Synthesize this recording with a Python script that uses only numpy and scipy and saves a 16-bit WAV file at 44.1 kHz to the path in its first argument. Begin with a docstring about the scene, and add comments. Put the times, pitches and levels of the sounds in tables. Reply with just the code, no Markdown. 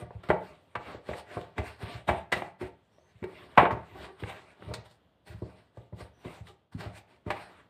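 """Kneading dough in a plastic bowl

A hand slaps, presses and drags sticky dough in a bowl on a kitchen counter, a step from a phone.
Dough rasps along the plastic, presses thud through the counter, slaps ring the wall, and the wall
judders as the lump peels off. The tiled kitchen rings briefly over a quiet floor and a few faint hisses."""
import sys
import numpy as np
from scipy import signal
from scipy.fft import rfft, irfft, next_fast_len
from scipy.io import wavfile
from scipy.ndimage import uniform_filter1d

SR = 44100
rng = np.random.default_rng(int(sys.argv[2]) if len(sys.argv) > 2 else 0)


def output_pcm(signal):
    """Save a mono or channel-first signal as 16-bit PCM at the path in sys.argv[1].

    Samples are clipped to [-1, 1] before scaling.
    """
    pcm = np.clip(np.atleast_2d(signal).T, -1, 1) * 32767
    wavfile.write(sys.argv[1], SR, np.round(pcm).astype(np.int16))


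N = 339129


def undb(db):
    """Gain of a level in dB."""
    return 10 ** (np.asarray(db) / 20)


def unit(x):
    """Scales x to rms 1."""
    return x / np.sqrt(np.mean(x ** 2))


def eq(x, points):
    """Shapes x by (freq_hz, gain_db) points joined on a log-frequency axis."""
    size = next_fast_len(len(x) + 4096)
    hz, db = np.transpose(points)
    bins_hz = np.arange(size // 2 + 1) * SR / size
    gain = undb(np.interp(np.log(bins_hz + 1), np.log(hz), db))
    return irfft(rfft(x, size) * gain, size)[:len(x)]


def wander(rate_hz):
    """Smooth random modulation at rms 1."""
    hold = int(SR / rate_hz)
    steps = np.repeat(rng.standard_normal(N // hold + 1), hold)
    return unit(uniform_filter1d(uniform_filter1d(steps, hold), hold)[:N])


def ring(modes, extra_db):
    """Decaying sines of tapped (pitch_hz, level_db, t60_s) modes, each raised by extra_db."""
    hz, db, t60 = np.transpose(modes)[:, :, None]
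    t = np.arange(SR // 3) / SR
    partials = np.sin(2 * np.pi * hz * t) * np.exp(-np.log(1000) * t / t60) * (1 - 3 * t)
    return undb(db[:, 0] + extra_db) @ partials


def focus_db(hz, centre_hz, db_per_octave):
    """Modes far from the struck centre ring less."""
    return -db_per_octave * np.abs(np.log2(hz / centre_hz))


def add(out, start_s, x, peak_db):
    """Mixes x in at start_s with the given peak."""
    i = int(max(start_s, 0) * SR)
    out[i:i + len(x)] += (x * undb(peak_db) / np.abs(x).max())[:N - i]


def flicker(x, depth_db, rate_hz):
    """Splits x into half-octave bands whose levels waver independently."""
    edges_hz = 500 * 2 ** np.arange(0, 5.5, .5)
    band = np.digitize(np.arange(N // 2 + 1) * SR / N, edges_hz)
    spectrum = rfft(x)
    return sum(irfft(spectrum * (band == k), N) * undb(depth_db * wander(rate_hz))
               for k in range(len(edges_hz) + 1))


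def rough_notes(rows, width_hz, harmonics):
    """Short notes whose harmonics are each smeared over a band."""
    out = np.zeros(N)
    blurs = [(1 + wander(width_hz)) / (k + 1) for k in range(harmonics)]
    for start_s, length_s, pitch_hz, level_db in rows:
        i, size = int(start_s * SR), int(length_s * SR)
        phase = 2 * np.pi * pitch_hz * np.arange(size) / SR
        note = sum(np.sin((k + 1) * phase) * blur[i:i + size] for k, blur in enumerate(blurs))
        out[i:i + size] += undb(level_db) * note * signal.windows.tukey(size, .2)
    return out


# Drags along the wall; weight leans on the bowl, sizzle is the wet film's treble:
# peak_s, level_db, swell_s, fade_s, weight_db, sizzle_db
STROKES = [(0.0, -52, .02, 0.076, 12.5, -9), (0.151, -66.5, 0.068, 0.26, 0.5, -7.5),
           (0.239, -58.5, 0.015, 0.13, 3, 0), (0.444, -57.5, 0.081, 0.21, 2.5, 0.5),
           (0.917, -50, 0.17, 0.085, 0.5, -7), (1.091, -51.5, 0.05, 0.15, -1, -15),
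           (1.197, -51, 0.14, 0.052, -22, 0.5), (1.34, -49.5, 0.08, 0.15, 2, -5),
           (1.588, -48, 0.026, 0.092, 13.5, -11), (1.683, -50, 0.082, 0.081, -15, 0),
           (1.833, -51, 0.046, 0.085, 5.5, -6), (1.943, -51.5, 0.15, 0.085, 1.5, -5),
           (2.083, -41, 0.011, 0.11, 5, -25), (2.18, -54, 0.11, 0.086, -12, 11),
           (2.37, -46.5, 0.044, 0.1, 5.5, 1), (2.619, -48, 0.025, 0.079, 5.5, -6.5),
           (3.12, -76, 0.54, 0.7, -1, 4.5), (3.363, -58, 0.19, 0.66, 0.5, -3),
           (3.598, -45, 0.041, 0.12, -17, -26), (3.716, -53.5, 0.018, 0.094, 26, -27),
           (4.053, -52.5, 0.24, 0.081, 1.5, -5), (4.205, -55.5, 0.024, 0.13, 2.5, 1),
           (4.3, -51.5, 0.12, 0.23, -7.5, -9), (4.525, -63, 0.12, 0.047, -11.5, -6),
           (4.689, -57, 0.14, 0.19, 7, -7.5), (4.86, -62, 0.023, .05, -13.5, 9.5),
           (4.915, -67.5, 0.05, 0.07, -11, 15.5), (5.276, -58.5, 0.02, 0.17, 0, 9),
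           (5.507, -64, 0.14, 0.18, 3, 2.5), (5.778, -68, 0.056, 0.16, 7, 0),
           (6.011, -56, 0.061, 0.081, 5.5, 4.5), (6.254, -55.5, 0.026, 0.083, 10, -2.5),
           (6.31, -58.5, 0.13, 0.18, 2, 6), (6.485, -61, 0.048, 0.055, -12, 12),
           (6.727, -58.5, 0.011, 0.077, 1.5, -1), (6.809, -47, 0.035, 0.11, 2.5, -1),
           (6.982, -54, 0.059, 0.044, -12, 7), (7.104, -66.5, 0.06, 0.11, -2.5, -3),
           (7.284, -58, .03, 0.18, 15.5, -21.5), (7.37, -51, 0.067, 0.22, -8.5, -6.5),
           (7.6, -65, 0.21, 0.06, -2, -9.5)]


def stroke_curves():
    """Level, weight and sizzle in dB: strokes swell, fade and add up, the louder setting the colour."""
    span_db, swell_curve, fade_curve = 20, 1.43, 1.08  # curves above 1 round the top
    peak_s, level_db, swell_s, fade_s, *colours = np.transpose(STROKES)[:, :, None]
    t = np.arange(0, N, 32) / SR
    rising = t < peak_s
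    distance = np.abs(t - peak_s) / np.where(rising, swell_s, fade_s)
    drop_db = span_db * distance ** np.where(rising, swell_curve, fade_curve)
    power = undb(np.maximum(level_db - drop_db, -200)) ** 2
    total = power.sum(axis=0)
    curves = [10 * np.log10(total)] + [(power * c).sum(axis=0) / total for c in colours]
    return (np.interp(np.arange(N) / SR, t, c) for c in curves)


def rub(resonance, rate_hz):
    """Uneven friction noise keeps a body ringing."""
    friction = rng.standard_normal(N) * undb(4 * wander(rate_hz))
    return unit(signal.fftconvolve(friction, resonance)[:N])


# Tone of dough tearing off plastic: freq_hz, gain_db
RASP_EQ = [(180, -22), (300, -14), (658, -4), (975, -7.5), (1970, -9.5), (4120, -17), (6300, -32.5),
           (8700, -24), (10600, -36), (13800, -37), (15500, -41)]


def dough_drag():
    """Sticky strands tear in dense ticks; the same rubbing shakes bowl and counter."""
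    pops_per_s, pop_db = 130, 14  # trapped air bursting out of the dough
    level_db, weight_db, sizzle_db = stroke_curves()
    ticks = rng.standard_normal(N) * undb(2 * np.minimum(rng.exponential(size=N), 5) + 1.9 * wander(32))
    ticks *= np.where(rng.random(N) < pops_per_s / SR, undb(pop_db), 1)
    rasp = unit(flicker(eq(ticks, RASP_EQ), depth_db=2.5, rate_hz=25))
    sizzle = eq(rasp, [(2500, -33), (4500, -6)])
    rasp += (undb(sizzle_db) - 1) * sizzle
    tilt_db = -8 * np.log2(np.array(WALL_MODES)[:, 0] / 400)
    wall = undb(weight_db) * rub(ring(WALL_MODES, tilt_db), rate_hz=60)
    counter = undb(0.48 * weight_db - 0.5) * rub(ring(COUNTER_MODES, 0), rate_hz=30)
    return undb(level_db) * (undb(4.5) * rasp + wall + counter)


# Low ring of the counter and bowl bottom: pitch_hz, level_db, t60_s
COUNTER_MODES = [(77, 7.5, 0.18), (114, 8, 0.15), (175, 11, 0.085), (263, 8.5, 0.1)]
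# Presses of the palm: start_s, level_db, centre_hz
PRESSES = [(0.018, -29.5, 114), (0.147, -29, 98), (0.291, -18, 184), (0.763, -36, 114), (0.944, -39, 116),
           (1.091, -32, 80), (1.363, -25, 163), (1.58, -21, 82), (1.826, -27, 120), (1.945, -30, 103),
           (2.091, -21, 76), (2.32, -37, 124), (2.421, -36.5, 175), (2.616, -30, 76), (3.149, -45, 113.6),
           (3.22, -28.5, 175), (3.577, -13.5, 188), (3.718, -21.5, 127), (4.226, -25.5, 127),
           (4.668, -32.5, 99), (4.697, -28.5, 96.9), (4.779, -35, 120.6), (5.292, -35.5, 89),
           (5.34, -31.5, 115.7), (5.418, -26.5, 123.4), (5.772, -35, 112.2), (5.925, -28.5, 125.6),
           (6.007, -33.5, 76), (6.253, -28, 181), (6.403, -31.5, 113), (6.746, -24, 174), (6.856, -28, 114),
           (7.262, -24.5, 138)]


def counter_thuds():
    """A soft push of the palm sets the counter's low modes going; longer pushes thud deeper."""
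    out, hz = np.zeros(N), np.array(COUNTER_MODES)[:, 0]
    for start_s, level_db, centre_hz in PRESSES:
        cycles = np.arange(int(1.45 * SR / centre_hz)) * centre_hz / SR
        push = np.hanning(len(cycles)) * np.sin(2 * np.pi * (cycles + rng.random()))
        # the bowl sits loosely, so pitch and decay vary
        modes = COUNTER_MODES * (1 + [.05, 0, .2] * rng.uniform(-1, 1, (len(hz), 3)))
        boom = ring(modes, focus_db(hz, centre_hz, db_per_octave=3.7))
        add(out, start_s, signal.fftconvolve(push, boom), level_db - 2)
    return out


# Ring of the plastic wall: pitch_hz, level_db, t60_s
WALL_MODES = [(362.5, 2.5, 0.051), (413, 2.5, 0.2), (520, 11, 0.023), (607, 8.5, 0.07), (710, 8, 0.07),
              (913, 6.5, 0.12), (1080, 1, 0.081), (1169, 7, 0.1), (1623, 5.5, 0.0098), (2026, 14, 0.035),
              (2324, 15, 0.025)]
# Clack of the wall's crowded upper modes: freq_hz, gain_db
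CLACK_EQ = [(900, -8), (1400, -4), (2300, -3), (3200, -12.5), (5000, -41.5)]
# Bright smack of the wet surface: freq_hz, gain_db
SMACK_EQ = [(2500, -19), (3800, 5.5), (6300, -12), (8500, -5), (10500, -22), (15000, -24.5)]
# Slaps and knocks on the bowl; upper ring and smack are relative to the level:
# start_s, level_db, centre_hz, upper_db, smack_db, contact_ms
SLAPS = [(0.106, -36, 607, -33, -47, 4.8), (0.236, -46.5, 536, 1, -20, 8.2),
         (0.287, -32.5, 510, -6.5, -25, 31), (0.301, -8, 643, -17.5, -48, 9),
         (0.753, -23, 960, -13, -34, 9.2), (0.946, -33.5, 337, -33, -46, 4),
         (1.088, -24.5, 413, -17.5, -43, 5.7), (1.113, -25.5, 560, -32, -48, 2.8),
         (1.132, -42, 568, 6, -24, 6.5), (1.369, -23, 520, -26, -56, 12), (1.58, -26, 734, -7.5, -29, 6.6),
         (2.088, -13, 710, -11, -36, 10.7), (2.318, -36.5, 900, 6, -11, 8),
         (2.323, -33.5, 720, 16, -6.5, 12), (2.42, -25, 670, -11, -54, 1.95),
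         (2.612, -29.5, 354, -13.5, -57, 24), (2.983, -49, 592, -19, -33, 2.5),
         (3.226, -35, 315, -10.5, -44.5, 12.6), (3.239, -28.5, 368, -9, -33, 5.6),
         (3.575, -4, 850, -9.5, -44.5, 17), (3.628, -17.5, 423, -9.5, -53, 11.5),
         (3.652, -17, 970, -23, -52, 12), (3.706, -21, 860, -33, -40, 10), (4.224, -32, 320, -24, -44, 2.9),
         (4.235, -35, 465, 0.5, -27.5, 3.3), (4.621, -39, 520, -9, -59.5, 4.2),
         (4.712, -32, 452, -26.5, -44, 4.4), (4.737, -36, 729, -4, -5, 12.8),
         (5.42, -30, 420, -34, -43, 6.4), (5.771, -39.5, 552, -34.5, -35, 5.5),
         (5.925, -41, 403, -24, -50, 10.7), (6.249, -37.5, 447.5, -15, -36.5, 3.9),
         (6.469, -53.5, 2010, -0.5, -15, 6), (6.86, -35, 455, -21, -39, 4.2),
         (7.264, -32.5, 328, -17, -43.5, 5.5), (7.303, -24, 820, -2.5, -25.5, 10.5)]


def bowl_slaps():
    """A brief, ragged contact rings the wall; the wet surface smacks on top."""
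    out, wall = np.zeros(N), np.array(WALL_MODES)
    lead_s, attack_s = .004, .0018  # the silent lead lets the filters start softly
    t = np.maximum(np.arange(SR // 8) / SR - lead_s, 0)
    low = wall[:, 0] < 1300
    for start_s, level_db, centre_hz, upper_db, smack_db, contact_ms in SLAPS:
        envelope = np.exp(-t * 1000 / contact_ms) * np.clip(t / attack_s, 0, 1)
        contact = rng.standard_normal(len(t)) * envelope
        # the hand bends the wall, detuning the modes; each blow lands elsewhere, rebalancing them
        modes = wall * (1 + .02 * rng.standard_normal((len(wall), 1)) * [1, 0, 0])
        modes[:, 1] += 3 * rng.standard_normal(len(wall))
        low_ring = ring(modes[low], focus_db(wall[low, 0], centre_hz, db_per_octave=8.7))
        high_ring = ring(modes[~low], 0)
        body_eq = [(centre_hz / 3, -25), (centre_hz, 0), (centre_hz * 3, -22), (centre_hz * 9, -70)]
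        layers = [(signal.fftconvolve(contact, low_ring), -10),
                  (eq(contact, body_eq), 0),
                  (signal.fftconvolve(contact, high_ring), upper_db - 6),
                  (eq(contact, CLACK_EQ), upper_db + 4),
                  (eq(contact, SMACK_EQ), smack_db + 11.5)]
        for layer, trim_db in layers:
            add(out, start_s - lead_s, layer, level_db + trim_db)
    return out


# Wisps of treble: start_s, length_s, pitch_hz, level_db
HISSES = [(2.91, .1, 5650, -84), (2.985, .15, 6250, -85), (6.13, .12, 5850, -80)]


def faint_hisses():
    """Thin high tones, blurred into narrow hiss."""
    return rough_notes(HISSES, width_hz=900, harmonics=1)


# Short buzzes of the wall: start_s, length_s, pitch_hz, level_db
JUDDERS = [(3.944, 0.038, 375.5, -48), (4.04, 0.077, 387, -55), (6.468, .05, 401, -58)]


def wall_judders():
    """The wall judders on its low note while the lump peels off."""
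    return rough_notes(JUDDERS, width_hz=150, harmonics=4)


# Reverb bands of the tiled room: freq_hz, t60_s, level_db
REVERB_BANDS = [(96.9, 0.4, -26), (403, 0.33, -18.5), (1131, 0.39, -20), (2900, 0.3, -17),
                (6000, 0.22, -21.5)]


def kitchen_reverb(x):
    """Echoes off the tiles build within about a millisecond and die away, the treble first."""
    t = np.arange(int(.7 * SR)) / SR
    tail = 0
    for hz, t60_s, level_db in REVERB_BANDS:
        band = eq(rng.standard_normal(len(t)), [(hz / 3, -30), (hz / 1.14, 0), (hz * 2.26, 0), (hz * 3, -30)])
        band *= np.exp(-np.log(1000) * t / t60_s) * np.clip(t / .0011, 0, 1)
        tail += undb(level_db) * band / np.sqrt(np.sum(band ** 2))
    return signal.fftconvolve(x, tail)[:N]


# Tone of the background: freq_hz, gain_db
FLOOR_EQ = [(25, 4), (106, 3), (427, -6.5), (604, -5.5), (2240, -22), (2500, -22), (3260, -17), (5570, -38),
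            (15000, -42.5)]


def noise_floor():
    """A quiet, dark bed of noise whose level wavers."""
    return unit(eq(rng.standard_normal(N), FLOOR_EQ)) * undb(-67.5 + 2 * wander(9.9))


def scene():
    """The kneading and its reverb over the noise floor, in mono."""
    kneading = bowl_slaps() + counter_thuds() + dough_drag() + faint_hisses() + wall_judders()
    return (kneading + kitchen_reverb(kneading) + noise_floor())[None]


def record(dry):
    """The phone drops the deepest bass, rounds the loudest peak and cuts the top."""
    bottom_hz, top_hz, ceiling = 64, 15480, 1.1
    trimmed = signal.sosfilt(signal.butter(6, bottom_hz, "high", fs=SR, output="sos"), dry)
    rounded = np.tanh(trimmed / ceiling) * ceiling
    return signal.sosfilt(signal.ellip(10, .2, 70, top_hz, fs=SR, output="sos"), rounded)


dry = scene()
out = record(dry)
output_pcm(out)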